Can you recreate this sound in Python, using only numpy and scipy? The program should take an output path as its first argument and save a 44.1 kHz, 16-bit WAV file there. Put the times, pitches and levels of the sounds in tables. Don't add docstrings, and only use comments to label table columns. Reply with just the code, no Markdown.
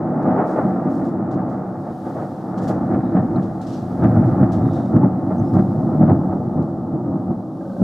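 import sys
import numpy as np
from scipy import signal
from scipy.fft import rfft, irfft, next_fast_len
from scipy.io import wavfile
from scipy.ndimage import uniform_filter1d, minimum_filter1d

SR = 44100
rng = np.random.default_rng(int(sys.argv[2]) if len(sys.argv) > 2 else 0)


def waveform_to_disk(signal):
    frames = np.transpose(np.atleast_2d(signal))
    scaled = np.clip(frames, -1, 1) * 32767
    samples = np.round(scaled).astype(np.int16)
    wavfile.write(sys.argv[1], SR, samples)


N = 345290

# time in s, roll level in dB, tearing level in dB.
FAR_ROLL = [(0, -21, -26.5), (.2, -18, -23.5), (.5, -24, -21), (.75, -19.5, -24), (1.0, -19.5, -28.5),
            (1.5, -22.5, -26.5), (1.98, -29, -33.5), (2.41, -28, -32), (2.62, -20, -25.5), (3.33, -18, -29),
            (3.6, -25.5, -31.5), (3.87, -24, -32), (4.17, -16, -23.5), (4.88, -20, -28.5),
            (5.75, -18, -28.5), (5.95, -16, -25), (6.76, -23.5, -31.5), (7.22, -22, -31),
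            (7.48, -27, -35.5), (7.83, -25.5, -35)]
# start in s, roll level in dB, tearing level in dB, length in s.
PEALS = [(0.221, -16.5, -21, 0.11), (0.341, -19, -16, 0.07), (0.544, -20.5, -17, 0.048),
         (0.615, -14, -30.5, 0.052), (.836, -15.5, -23.5, 0.038), (0.975, -19.5, -26, 0.05),
         (1.16, -23, -34.5, 0.045), (1.303, -22.5, -28.5, 0.093), (1.83, -30.5, -30, 0.072),
         (2.023, -29.5, -28.5, 0.082), (2.125, -27.5, -26.5, 0.11), (2.664, -21.5, -23, 0.051),
         (2.884, -14, -23, 0.059), (3.122, -16, -22.5, 0.068), (3.327, -17.5, -25, 0.051),
         (3.989, -10.5, -21, 0.073), (4.09, -15, -29, 0.12), (4.357, -11.5, -25.5, 0.086),
         (4.547, -17, -32.5, 0.13), (4.739, -18.5, -25, 0.038), (4.905, -9, -22.5, 0.061),
         (4.993, -8.5, -21, 0.055), (5.278, -20, -21, 0.033), (5.365, -13.5, -28, 0.045),
         (5.513, -12.5, -22, .08), (5.979, -8, -19, 0.054), (6.058, -10.5, -19, 0.059),
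         (6.262, -22, -26.5, 0.068), (6.532, -17, -30, 0.085), (6.903, -16, -32, 0.045),
         (7.036, -21.5, -32.5, 0.13), (7.267, -15.5, -27.5, 0.041), (7.789, -6, -25.5, .06)]
def peals(attack_s=0.046, t60_s=0.22):
    t = np.arange(N) / SR
    power = amp(curves(FAR_ROLL)) ** 2
    for start_s, roll_db, tear_db, length_s in PEALS:
        swell = np.clip((t - start_s) / attack_s, 0, 1)
        fade = amp(-60 * np.maximum(t - start_s - length_s, 0) / t60_s)
        power += np.outer(amp([roll_db, tear_db]), swell * fade) ** 2
    return np.sqrt(power)


# time in s, gain on the roll envelope in dB.
BOOM_SHARE = [(0, -15.5), (.9, -20.5), (1.4, -10.5), (2.4, -13.5), (3.2, -9.5), (3.8, -9), (4.25, -1),
              (4.45, -5.5), (4.7, -4), (5.0, -10.5), (5.6, -6.5), (7.3, -10.5), (7.8, -15.5)]
# time in s, gain on the tearing envelope in dB.
FRONT_SHARE = [(0, -22), (4.1, -19.5), (5.7, -25), (7.4, -27.5)]
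# frequency in Hz, relative density in dB.
BOOM_SPECTRUM = [(20, -52.5), (32, -28.5), (43, -12), (68, -17), (85, -7), (105, 5.5), (150, -0.5),
                 (190, -17.5), (400, -65), (1000, -120)]
ROLL_SPECTRUM = [(22, -55.5), (42, -27.5), (72, -31), (100, -12.5), (130, -4.5), (190, 2), (250, -0.5),
                 (345, -3), (400, -19), (520, -27), (900, -56), (2000, -120)]
TEAR_SPECTRUM = [(150, -40), (320, 1.5), (430, -2), (620, 2), (770, -0.5), (880, -4.5), (990, -12.5),
                 (1270, -11), (1500, -28), (2200, -55), (4000, -120)]
FRONT_SPECTRUM = [(700, -53), (1100, -10), (1350, 0.5), (1550, -6.5), (1850, -10.5), (2200, -21.5),
                  (2700, -33), (3600, -46.5), (6000, -64.5), (12000, -100)]
def rumble(boom_db=-0.5, roll_db=-1.84, tear_db=-1.8, steepen_ref_db=-26.5, steepen_db_per_db=0.18):
    deep, tearing = peals()
    front_share_db, = curves(FRONT_SHARE)
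    boom_share_db, = curves(BOOM_SHARE)
    steepness = (tearing / amp(steepen_ref_db)) ** steepen_db_per_db
    boom = deep * shocks(BOOM_SPECTRUM, rate_hz=600, scatter_db=2.5, steady_s=0.095)
    roll = deep * shocks(ROLL_SPECTRUM, rate_hz=1200, scatter_db=3, steady_s=0.06)
    tear = tearing * shocks(TEAR_SPECTRUM, rate_hz=2800, scatter_db=4, steady_s=0.066)
    fronts = tearing * steepness * shocks(FRONT_SPECTRUM, rate_hz=3000, scatter_db=4.5, steady_s=0.1)
    return (amp(boom_db + boom_share_db) * boom + amp(roll_db) * roll
            + amp(tear_db) * tear + amp(front_share_db) * fronts)


# start in s, relative level in dB.
CLAPS = [(.282, -7.5), (.607, -14), (0.66, -13), (1.351, -14), (2.933, -5.5), (2.988, -10), (3.150, -6),
         (3.173, -9), (3.381, -10.5), (4.028, -5.5), (4.048, -7.5), (4.171, -5), (4.404, -6.5),
         (4.427, -8.5), (4.627, -7.5), (4.944, -4), (4.962, -2.5), (5.039, -6), (5.564, -6), (5.592, -6.5),
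         (6.007, -7), (6.113, -2.5), (6.424, -13), (6.581, -11), (7.312, -12)]
# frequency in Hz, gain in dB.
CLAP_FILTER = [(22, -44.5), (45, -16.5), (70, -16.5), (105, -2), (200, 4.5), (330, -0.5), (420, -8),
               (750, -6), (1000, -17.5), (1350, -20), (2000, -32), (2800, -48.5), (6000, -65.5),
               (14000, -85)]
def claps(echo_db=-9, echo_t60_s=0.15, longest_s=0.006, trim_db=0.5):
    t = np.arange(SR // 4) / SR
    out = np.zeros((2, N + SR))
    for start_s, level_db in CLAPS:
        length_s = longest_s * amp(level_db) ** 0.35
        n_wave = (1 - 2 * t / length_s) * (t < length_s)
        paths = amp(-60 * t / echo_t60_s) * rng.standard_normal((2, len(t)))
        paths *= amp(echo_db) / np.linalg.norm(paths[0])
        paths[0, 0] = 1
        clap = signal.fftconvolve(paths, n_wave[None], axes=1)
        out[:, round(start_s * SR):][:, :clap.shape[1]] += amp(level_db + trim_db) * clap
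    return coloured(out[:, :N], outdoors(CLAP_FILTER))


# centre in s, level in dB, half length in s.
CRACKS = [(0.305, -42.5, 0.05), (0.397, -43, .035), (0.585, -42.5, .025), (2.19, -47, .03),
          (2.947, -38, 0.0147), (3.18, -37.5, 0.0187), (4.046, -33, 0.022), (4.436, -34.5, 0.012),
          (4.968, -34.5, 0.0064), (5.039, -42, 0.0083), (5.321, -44.5, .011), (5.595, -39, .014),
          (6.095, -40, .04)]
# frequency in Hz, relative density in dB.
CRACK_SPECTRUM = [(300, -20), (700, 5), (1000, 0.5), (1300, 3.5), (1900, -7.5), (2400, -19.5), (3200, -25),
                  (4500, -35), (8000, -52.5), (15000, -69.5)]
def cracks():
    volleys = sum(amp(level_db) * gaussian(centre_s, half_s) for centre_s, level_db, half_s in CRACKS)
    return volleys * shocks(CRACK_SPECTRUM, rate_hz=350, scatter_db=3.5, steady_s=0.03)


# start in s, level in dB.
OVERLOAD_CLICKS = [(4.038, -49.5), (4.049, -54.5), (4.965, -52)]
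def overload_clicks(t60_s=0.018):
    t = np.arange(N) / SR
    envelope = sum(amp(level_db - 60 * np.abs(t - start_s) / t60_s) * (t >= start_s)
                   for start_s, level_db in OVERLOAD_CLICKS)
    return envelope * treble_noise()


# start in s, level in dB, rise in s, T60 in s, airy treble shelf in dB.
SLEEVE_STROKES = [(.222, -54, .012, 0.07, -3), (.455, -48.5, .05, .39, 5.5), (.88, -52, .071, 0.64, 8),
                  (1.035, -49.5, .04, 0.23, 4.5), (1.31, -54.5, .003, .2, -4.5),
                  (1.485, -61.5, .01, 0.4, 2), (1.80, -61, .015, 0.1, 4), (2.573, -49.5, .004, 0.16, -4),
                  (2.611, -52, .01, .56, 1), (2.676, -41, .006, .15, 3), (3.42, -54.5, .005, .17, -9),
                  (3.611, -49.5, .004, .2, -3), (3.662, -51, .005, 0.66, -4.5),
                  (3.715, -48, 0.0086, 0.4, -7), (4.24, -60, .02, .6, 2), (4.517, -48.5, .004, 0.26, -3.5),
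                  (4.73, -58, 0.0017, .85, -3.5), (5.533, -58.5, .001, 0.5, 1),
                  (6.621, -62.5, 0.0012, .15, -3.5)]
# frequency in Hz, relative density in dB.
SLEEVE_SPECTRUM = [(900, -30.5), (2200, -4), (3500, 1), (5500, 1.5), (7500, -3), (10000, -10.5),
                   (13000, -15), (16000, -23.5)]
def sleeve(grain_db=1.5, airy_hz=8500):
    t = np.arange(SR // 2) / SR
    out = np.zeros((2, N + SR))
    for start_s, level_db, rise_s, t60_s, airy_db in SLEEVE_STROKES:
        def colour_db(hz):
            return along(SLEEVE_SPECTRUM, hz) + airy_db * hz ** 4 / (hz ** 4 + airy_hz ** 4)
        rub = coloured(rng.standard_normal((2, len(t))), colour_db)
        grain = unit(uniform_filter1d(rng.standard_normal(len(t)), size=100))
        stroke = amp(level_db - 60 * t / t60_s) * (1 - np.exp(-t / rise_s))
        out[:, round(start_s * SR):][:, :len(t)] += stroke * unit(amp(grain_db * grain) * rub)
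    return out[:, :N]


CREAK_SLIPS_S = [7.607, 7.652, 7.696, 7.733, 7.764, 7.795]
# frequency in Hz, level in dB, T60 in s.
CREAK_MODES = [(563, -28, 0.15), (1530, -42.5, 0.057), (1870, -56, 0.04)]
def creak(rise_s=0.0021, detune=0.036):
    t = np.arange(SR // 8) / SR
    out = np.zeros(N + SR)
    for start_s in CREAK_SLIPS_S:
        ring = sum(amp(level_db - 60 * t / t60_s) * np.sin(2 * np.pi * hz * rng.normal(1, detune) * t)
                   for hz, level_db, t60_s in CREAK_MODES)
        out[round(start_s * SR):][:len(t)] += ring * (1 - np.exp(-t / rise_s))
    return out[:N]


# centre in s, pitch in Hz, level in dB, half length in s.
SQUEAKS = [(3.077, 3830, -70, .09), (3.363, 4050, -57, .005), (4.764, 3730, -61.5, 0.11),
           (5.392, 6230, -59, 0.011), (5.49, 5250, -68, 0.065)]
def squeaks(width_hz=330):
    t = np.arange(N) / SR
    lowpass = signal.butter(2, width_hz / 2, fs=SR, output="sos")
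    waver = unit(signal.sosfilt(lowpass, rng.standard_normal(N)))
    tones = sum(amp(level_db) * gaussian(centre_s, half_s) * np.sqrt(2) * np.sin(2 * np.pi * hz * t)
                for centre_s, hz, level_db, half_s in SQUEAKS)
    return waver * tones


# time in s, relative level in dB.
HISS_LEVELS = [(0.0, -72), (0.62, -66), (1.2, -72.5), (1.75, -69), (2.08, -61.5), (2.55, -66), (3.2, -68),
               (3.9, -63), (4.47, -67), (4.72, -63.5), (5.08, -69.5), (5.49, -65), (6.9, -71), (7.5, -70),
               (7.8, -64)]
def hiss(trim_db=1.0):
    level_db, = curves(HISS_LEVELS)
    return amp(level_db + trim_db) * treble_noise()


# frequency in Hz, relative density in dB.
TREBLE_SPECTRUM = [(800, -19), (2500, -4.5), (3600, 1), (5000, 0.5), (6500, -3), (9000, -6), (12000, -8.5),
                   (15500, -14.5)]
def treble_noise():
    return unit(coloured(rng.standard_normal((2, N)), lambda hz: along(TREBLE_SPECTRUM, hz)))


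def shocks(spectrum, rate_hz, scatter_db, steady_s):
    count = int(rate_hz * N / SR)
    arrivals = (rng.random((count, 2)).T * N).astype(int)
    scatter = np.clip(rng.standard_normal((count, 2)).T, -2, 2)
    sizes = amp(scatter_db * scatter) * rng.choice([-1, 1], scatter.shape)
    impulses = np.array([np.bincount(at, size, N) for at, size in zip(arrivals, sizes)])
    hail = coloured(impulses, outdoors(spectrum))
    span = max(int(steady_s * SR), 2)
    power = uniform_filter1d(uniform_filter1d(hail ** 2, span), span)
    return hail / np.sqrt(np.abs(power) + 1e-12)


# centre in Hz, width in Hz, gain in dB.
SURFACE_BANDS = [(150, 7.4, 7), (164, 23, -3.5), (186.6, 12, 7.5), (207.8, 11, -4), (234.6, 19, 3),
                 (275.1, 14, 6.5), (294.4, 22, -6), (322.8, 26, 5), (514.4, 10, 5), (537, 14, -5),
                 (624.4, 11, 3.5), (748, 34, 5.5), (865, 11, 4.5), (1064, 13, 4.5), (1193, 26, 3)]
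def outdoors(spectrum):
    return lambda hz: along(spectrum, hz) + sum(gain_db / (1 + (2 * (hz - centre_hz) / width_hz) ** 2)
                                                for centre_hz, width_hz, gain_db in SURFACE_BANDS)


# frequency in Hz, side gain in dB.
STEREO_WIDTH = [(60, -29.5), (125, -26), (250, -21), (700, -15.5), (1300, -10), (2500, -7), (9000, -6.5)]
def stereo(mid_side):
    mid, side = mid_side
    side = coloured(side, lambda hz: along(STEREO_WIDTH, hz))
    return np.array([mid + side, mid - side])


def coloured(x, gain_db):
    half = next_fast_len(x.shape[-1] // 2 + SR // 10)
    hz = np.fft.rfftfreq(2 * half, 1 / SR)
    cepstrum = irfft(np.log(amp(gain_db(hz)) + 1e-6))
    cepstrum[1:half] *= 2
    cepstrum[half + 1:] = 0
    return irfft(rfft(x, 2 * half) * np.exp(rfft(cepstrum)))[..., :x.shape[-1]]


def along(points, hz):
    knots_hz, values = np.transpose(points)
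    return np.interp(np.log(hz + 1), np.log(knots_hz + 1), values)


def curves(rows):
    times_s, *columns = np.transpose(rows)
    return [np.interp(np.arange(N) / SR, times_s, column) for column in columns]


def gaussian(centre_s, half_s):
    t = np.arange(N) / SR
    return np.exp(-np.minimum(((t - centre_s) / half_s) ** 2, 50))


def amp(db):
    return 10 ** (np.asarray(db) / 20)


def unit(x):
    return x / np.sqrt(np.mean(x ** 2) + 1e-20)


def scene():
    thunder = rumble() + cracks() + claps()
    return stereo(thunder + overload_clicks() + sleeve() + hiss()) + squeaks() + creak()


def record(dry, ceiling=0.96, top_hz=15700):
    needed_gain = np.minimum(1, ceiling / (np.abs(dry).max(axis=0) + 1e-9))
    held_gain = minimum_filter1d(needed_gain, size=801)
    gain = uniform_filter1d(uniform_filter1d(held_gain, size=401), size=401)
    n_fft = next_fast_len(N + SR // 2)
    passband = np.fft.rfftfreq(n_fft, 1 / SR) < top_hz
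    return irfft(rfft(dry * gain, n_fft) * passband, n_fft)[:, :N]


dry = scene()
out = record(dry)
waveform_to_disk(out)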